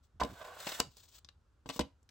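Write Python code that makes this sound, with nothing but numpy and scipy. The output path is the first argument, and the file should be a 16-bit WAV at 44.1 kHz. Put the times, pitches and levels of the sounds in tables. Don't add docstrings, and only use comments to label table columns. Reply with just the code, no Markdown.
import sys
import numpy as np
from scipy import signal
from scipy.fft import rfft, irfft
from scipy.io import wavfile
from scipy.ndimage import uniform_filter1d

SR = 44100
rng = np.random.default_rng(int(sys.argv[2]) if len(sys.argv) > 2 else 0)


def bounce(signal):
    frames = np.transpose(np.atleast_2d(signal))
    limited = np.clip(frames, -1, 1)
    pcm = np.round(limited * 32767).astype(np.int16)
    wavfile.write(sys.argv[1], SR, pcm)


N = 92610

# (time [s], contact length [ms], floor thud [dB],
# hollow body [dB], panels [dB], shell crack [dB], crack tilt [dB/octave], left over right [dB])
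KNOCKS = [(0.1991, 6, -68, -71, -41.5, -50, 0.5, 1.5), (.203, 11.4, -52, -68.5, -39.5, -40.5, -2, -0.5),
          (0.2144, 11, -35.5, -63, -26.5, -53, -5, 2), (0.2339, 4, -51, -38.5, -37, -43, -25, 12),
          (.247, 4.3, -60, -35.5, -62, -50.5, 3, 1), (0.668, 9, -68.5, -52.5, -41.5, -38, -2, 5.5),
          (0.718, 5, -62, -87, -50.5, -43, 1, .5), (.799, 3.5, -67.5, -57.5, -37.5, -33, 9, 1),
          (0.8015, 1.3, -55, -37.5, -35, -28, -1.5, 3), (1.659, 7, -51, -47, -51.5, -59.5, -1, 14),
          (1.690, 3.2, -73.5, -48.5, -51, -43, 3.5, 2.5), (1.697, 10.5, -80, -43.5, -41, -41.5, -0.5, 9),
          (1.761, 7, -65.5, -47, -51.5, -49.5, 6.5, 6.5), (1.7925, 3.1, -50.5, -54, -33, -37.5, 2, 11.5),
          (1.7972, 9.5, -37, -27.5, -51.5, -44.5, 0.5, -12), (1.807, 8.4, -36, -40.5, -43, -40.5, -1, 5)]
# (frequency [Hz], level [dB], t60 [s])
HOLLOW_MODES = [(221.4, 0.5, 0.07), (275, 0, 0.12), (342, -3, 0.072), (472.2, 1, 0.071), (587, -3.5, .04)]
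PANEL_MODES = [(599, -2.5, 0.05), (705, 2, .05), (828, 6, 0.03), (1003, 14.5, 0.017), (1132, -1.5, 0.079),
               (1410, 8.5, 0.013)]
SHELL_MODES = [(1568, 3, 0.031), (2153, -1.5, 0.045), (2400, -5, .02), (2930, -5, 0.022), (3050, 8.5, .015),
               (3380, -2.5, .02), (3810, -2, 0.034), (4180, -4, .018), (4600, 1.5, .012),
               (5130, 3.5, 0.0095), (5790, 2, .018), (6600, 2.5, 0.004), (7700, 8, .01), (8490, 1.5, 0.018)]
# (frequency [Hz], level [dB])
CRACK_SPECTRUM = [(300, -9), (1000, 0.5), (1500, -2), (2000, 5.5), (3300, 5), (5000, 0), (8000, -7.5),
                  (11000, -7.5), (15500, -14)]
THUD_HZ, THUD_T60_S = 63, 0.12
RATTLE_SHARE, RATTLE_DECAY_S = 0.025, 0.0087

def cassette_knocks(t):
    def push(seconds):
        return np.gradient(t * np.exp(-t / seconds))
    out = np.zeros((2, N))
    for start, contact_ms, thud_db, hollow_db, panel_db, crack_db, tilt_db, pan_db in KNOCKS:
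        age = t / (contact_ms / 1000)
        contact = age * np.exp(-2.4 * age)
        rattle = RATTLE_SHARE * np.exp(-t / RATTLE_DECAY_S)
        crunch = unit(grains(per_s=16000, spread_db=2) * (contact + rattle))
        thud = ring(push(seconds=0.001), [(THUD_HZ, 0, THUD_T60_S)])
        hollow = ring(push(seconds=0.00045), HOLLOW_MODES)
        panel = unit(ring(push(seconds=0.00034), PANEL_MODES))
        panel += 1.4 * unit(ring(crunch, PANEL_MODES))
        crack = unit(colour(crunch, curve(CRACK_SPECTRUM)))
        crack += undb(-4) * unit(ring(crunch, SHELL_MODES))
        crack = colour(crack, undb(tilt_db * np.log2(np.maximum(freqs(), 1500))))
        add(out, burst(thud, thud_db) + burst(hollow, hollow_db), start)
        add(out, burst(panel, panel_db) + burst(crack, crack_db), start, pan_db)
    return out


# (time [s], rasp [dB], hiss [dB])
SLIDE_LEVELS = [(.2, -56, -51), (.255, -52.5, -61.5), (.285, -59, -62.5), (.35, -59.5, -61),
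                (.385, -55, -59.5), (.44, -50, -58), (.49, -49.5, -59), (.56, -51.5, -57.5),
                (.612, -51.5, -44), (.65, -61.5, -50), (.69, -48.5, -40), (.73, -54, -45.5),
                (.797, -54.5, -46.5), (.815, -71.5, -66), (.9, -94, -91)]
# (frequency [Hz], level [dB])
RASP_SPECTRUM = [(100, -9), (250, -20), (350, -14), (460, -3.5), (650, 1), (850, -4.5), (1120, 1.5),
                 (1300, -10), (1530, 0), (1800, -15), (3000, -17), (8000, -36.5)]
HISS_SPECTRUM = [(400, -24.5), (1500, 2.5), (2400, -7), (3400, 2.5), (4600, -4), (6000, -3.5), (8000, 0),
                 (11000, -7), (15500, -3)]

def cassette_slide(t):
    times, rasp_db, hiss_db = np.array(SLIDE_LEVELS).T
    rasp = unit(colour(friction(), curve(RASP_SPECTRUM))) * undb(np.interp(t, times, rasp_db))
    rubbing = friction()
    shell = undb(-10) * unit(ring(rubbing, SHELL_MODES))
    hiss = unit(colour(rubbing, curve(HISS_SPECTRUM)))
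    hiss = unit(hiss + shell) * undb(np.interp(t, times, hiss_db))
    sliding = (t > times[0]) & (t < times[-1])
    out = np.zeros((2, N))
    add(out, (rasp + hiss) * sliding, start=0, pan_db=1.1)
    return out


# (time [s], level [dB], centre [Hz], sharpness [Q], left over right [dB])
TICKS = [(0.9691, -59, 8240, 0.72, 0.5), (1.2467, -57, 4700, 1.8, 6.5), (1.288, -56.5, 3120, 1.26, 6),
         (2.029, -76.5, 7900, 1.3, 4), (2.091, -62.5, 3020, 0.34, 5.5)]
TICK_DECAY_S, TICK_TOP_HZ, TICK_BODY_DB = 0.0028, 9600, -8

def finger_ticks(t):
    out = np.zeros((2, N))
    for start, db, hz, q, pan_db in TICKS:
        click = rng.standard_normal(N) * np.exp(-t / TICK_DECAY_S)
        body = burst(ring(click, HOLLOW_MODES + PANEL_MODES), db + TICK_BODY_DB)
        tone = resonance(hz, q) ** 2 / np.hypot(1, (freqs() / TICK_TOP_HZ) ** 2)
        add(out, burst(colour(click, tone), db) + body, start, pan_db)
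    return out


# (time [s], length [s], level [dB])
BRUSHES = [(0.025, 0.05, -76.5), (0.857, 0.24, -69.5), (0.964, 0.051, -55.5), (1.009, 0.058, -62),
           (1.072, 0.11, -61), (1.138, 0.057, -59.5), (1.663, 0.055, -65.5), (1.716, 0.072, -53)]
# (frequency [Hz], level [dB])
BRUSH_SPECTRUM = [(200, -13.5), (1200, -10.5), (2000, -15.5), (3500, -6), (6000, -7.5), (8000, -4.5),
                  (11000, -20.5), (15500, -7)]
# (time [s], length [s], level [dB], centre [Hz])
FLEXES = [(.135, 0.06, -62, 65), (.255, 0.064, -58.5, 176), (0.277, 0.069, -55, 80),
          (0.309, .034, -56, 190), (.815, .08, -58.5, 90), (1.655, 0.014, -51.5, 140),
          (1.83, 0.04, -57.5, 170)]

def sleeve_handling(t):
    out = np.zeros((2, N))
    for start, length, db in BRUSHES:
        brush = unit(colour(friction(), curve(BRUSH_SPECTRUM)))
        add(out, brush * stroke(t, length) * undb(db), start, pan_db=4)
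    for start, length, db, hz in FLEXES:
        flex = colour(grains() * stroke(t, length), resonance(hz, q=1) ** 2)
        add(out, burst(flex, db, seconds=length), start)
    return out


# (frequency [Hz], level [dB])
NEAR_SPECTRUM = [(60, -10.5), (130, -3.5), (300, 1), (1000, -2), (3500, 0), (7000, -1), (10000, -18)]
NEAR_DB, NEAR_T60_S = -6.5, 0.018

def near_reflections(dry, t):
    echo = unit(rng.standard_normal(N) * decay(t, NEAR_T60_S)) / np.sqrt(N)
    echo = colour(echo, curve(NEAR_SPECTRUM))
    side = undb(NEAR_DB) * signal.fftconvolve(dry.mean(axis=0), echo)[:N]
    return np.array([side, -side])


# (frequency [Hz], level [dB])
ECHO_SPECTRUM = [(50, -20), (200, -16), (600, -8.5), (1500, -12), (4000, -12), (8000, -16.5),
                 (15500, -22.5)]
LOW_T60_S, TREBLE_T60_S, ECHO_DELAY_S = 0.18, 0.2, 0.0016

def room_echo(dry, t):
    def tail():
        low_band = 1 / np.hypot(1, freqs() / 2000)
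        low = colour(rng.standard_normal(N), low_band) * decay(t, LOW_T60_S)
        treble = colour(rng.standard_normal(N), np.sqrt(1 - low_band ** 2)) * decay(t, TREBLE_T60_S)
        onset = np.clip(t / ECHO_DELAY_S - 1, 0, 1)
        return colour(unit((low + treble) * onset) / np.sqrt(N), curve(ECHO_SPECTRUM))
    return signal.fftconvolve(dry.mean(axis=0)[None], diffuse(tail(), tail()), axes=1)[:, :N]


# (frequency [Hz], level [dB])
ROOM_TONE_SPECTRUM = [(20, -23), (45, -3.5), (68, 0), (100, -7.5), (160, -19.5), (300, -22.5), (700, -30),
                      (1400, -28.5), (2000, -39.5), (8000, -45), (15500, -59)]
ROOM_TONE_DB = -68.5

def room_tone():
    mid, side = (unit(colour(rng.standard_normal(N), curve(ROOM_TONE_SPECTRUM))) for _ in range(2))
    return undb(ROOM_TONE_DB) * diffuse(mid, side)


def grains(per_s=7000, spread_db=1.5):
    hit = rng.random(N) < per_s / SR
    return hit * rng.choice([-1, 1], N) * undb(spread_db * np.minimum(rng.exponential(size=N), 4))


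def friction(judder_hz=90, judder_db=2.95):
    catches = grains()
    hold = int(SR / judder_hz)
    steps = np.repeat(rng.standard_normal(N // hold + 1), hold)
    pressure = unit(uniform_filter1d(steps, hold)[:N])
    return catches * undb(judder_db * pressure)


def ring(x, modes, scatter_db=1.5):
    t = np.arange(N // 4) / SR
    scatter = scatter_db * rng.standard_normal(len(modes))
    response = sum(undb(db + offset_db) * np.sin(2 * np.pi * hz * t) * decay(t, t60)
                   for (hz, db, t60), offset_db in zip(modes, scatter))
    return signal.fftconvolve(x, response)[:N]


def stroke(t, length):
    return np.sqrt(np.maximum(np.sin(np.pi * np.minimum(t / length, 1)), 0))


def decay(t, t60):
    return np.exp(-np.log(1000) * t / t60)


def undb(db):
    return 10 ** (np.asarray(db) / 20)


def unit(x):
    return x / np.sqrt(np.mean(x ** 2))


def burst(x, db, seconds=0.01):
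    return x * undb(db) * np.sqrt(SR * seconds / np.sum(x ** 2))


def freqs():
    return np.maximum(np.fft.rfftfreq(N, 1 / SR), 1)


def curve(points):
    hz, db = np.array(points).T
    return undb(np.interp(np.log(freqs()), np.log(hz), db))


def resonance(hz, q):
    return 1 / np.hypot(1, q * (freqs() / hz - hz / freqs()))


def colour(x, gain):
    cepstrum = irfft(np.log(gain + 1e-9), N)
    cepstrum[1:N // 2] *= 2
    cepstrum[N // 2 + 1:] = 0
    return irfft(rfft(x, N) * np.exp(rfft(cepstrum)), N)


def add(out, x, start, pan_db=0):
    i = int(start * SR)
    gains = undb(np.array([[pan_db], [-pan_db]]) / 2)
    out[:, i:] += x[:N - i] * gains / gains.mean()


def diffuse(mid, side, wide_above_hz=250):
    side = 0.5 * colour(side, freqs() / np.hypot(freqs(), wide_above_hz))
    return np.array([mid + side, mid - side])


def scene():
    t = np.arange(N) / SR
    close = cassette_knocks(t) + finger_ticks(t) + cassette_slide(t) + sleeve_handling(t)
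    return close + near_reflections(close, t) + room_echo(close, t) + room_tone()


# (frequency [Hz], level [dB])
LEFT_PORT_RESPONSE = [(100, 0), (700, -1), (4400, 1), (8000, -2), (15000, -3)]
LAG_FROM_HZ, HZ_PER_CYCLE = 7580, 3950
LOW_CUT_HZ, HIGH_CUT_HZ = 35, 16000

def record(dry):
    lag_cycles = np.maximum(freqs() - LAG_FROM_HZ, 0) / HZ_PER_CYCLE
    left = irfft(rfft(dry[0]) * curve(LEFT_PORT_RESPONSE) * np.exp(-2j * np.pi * lag_cycles), N)
    low_cut = signal.butter(2, LOW_CUT_HZ, "high", fs=SR, output="sos")
    high_cut = signal.ellip(8, 0.2, 70, HIGH_CUT_HZ, fs=SR, output="sos")
    return signal.sosfilt(high_cut, signal.sosfilt(low_cut, np.array([left, dry[1]])))


dry = scene()
out = record(dry)
bounce(out)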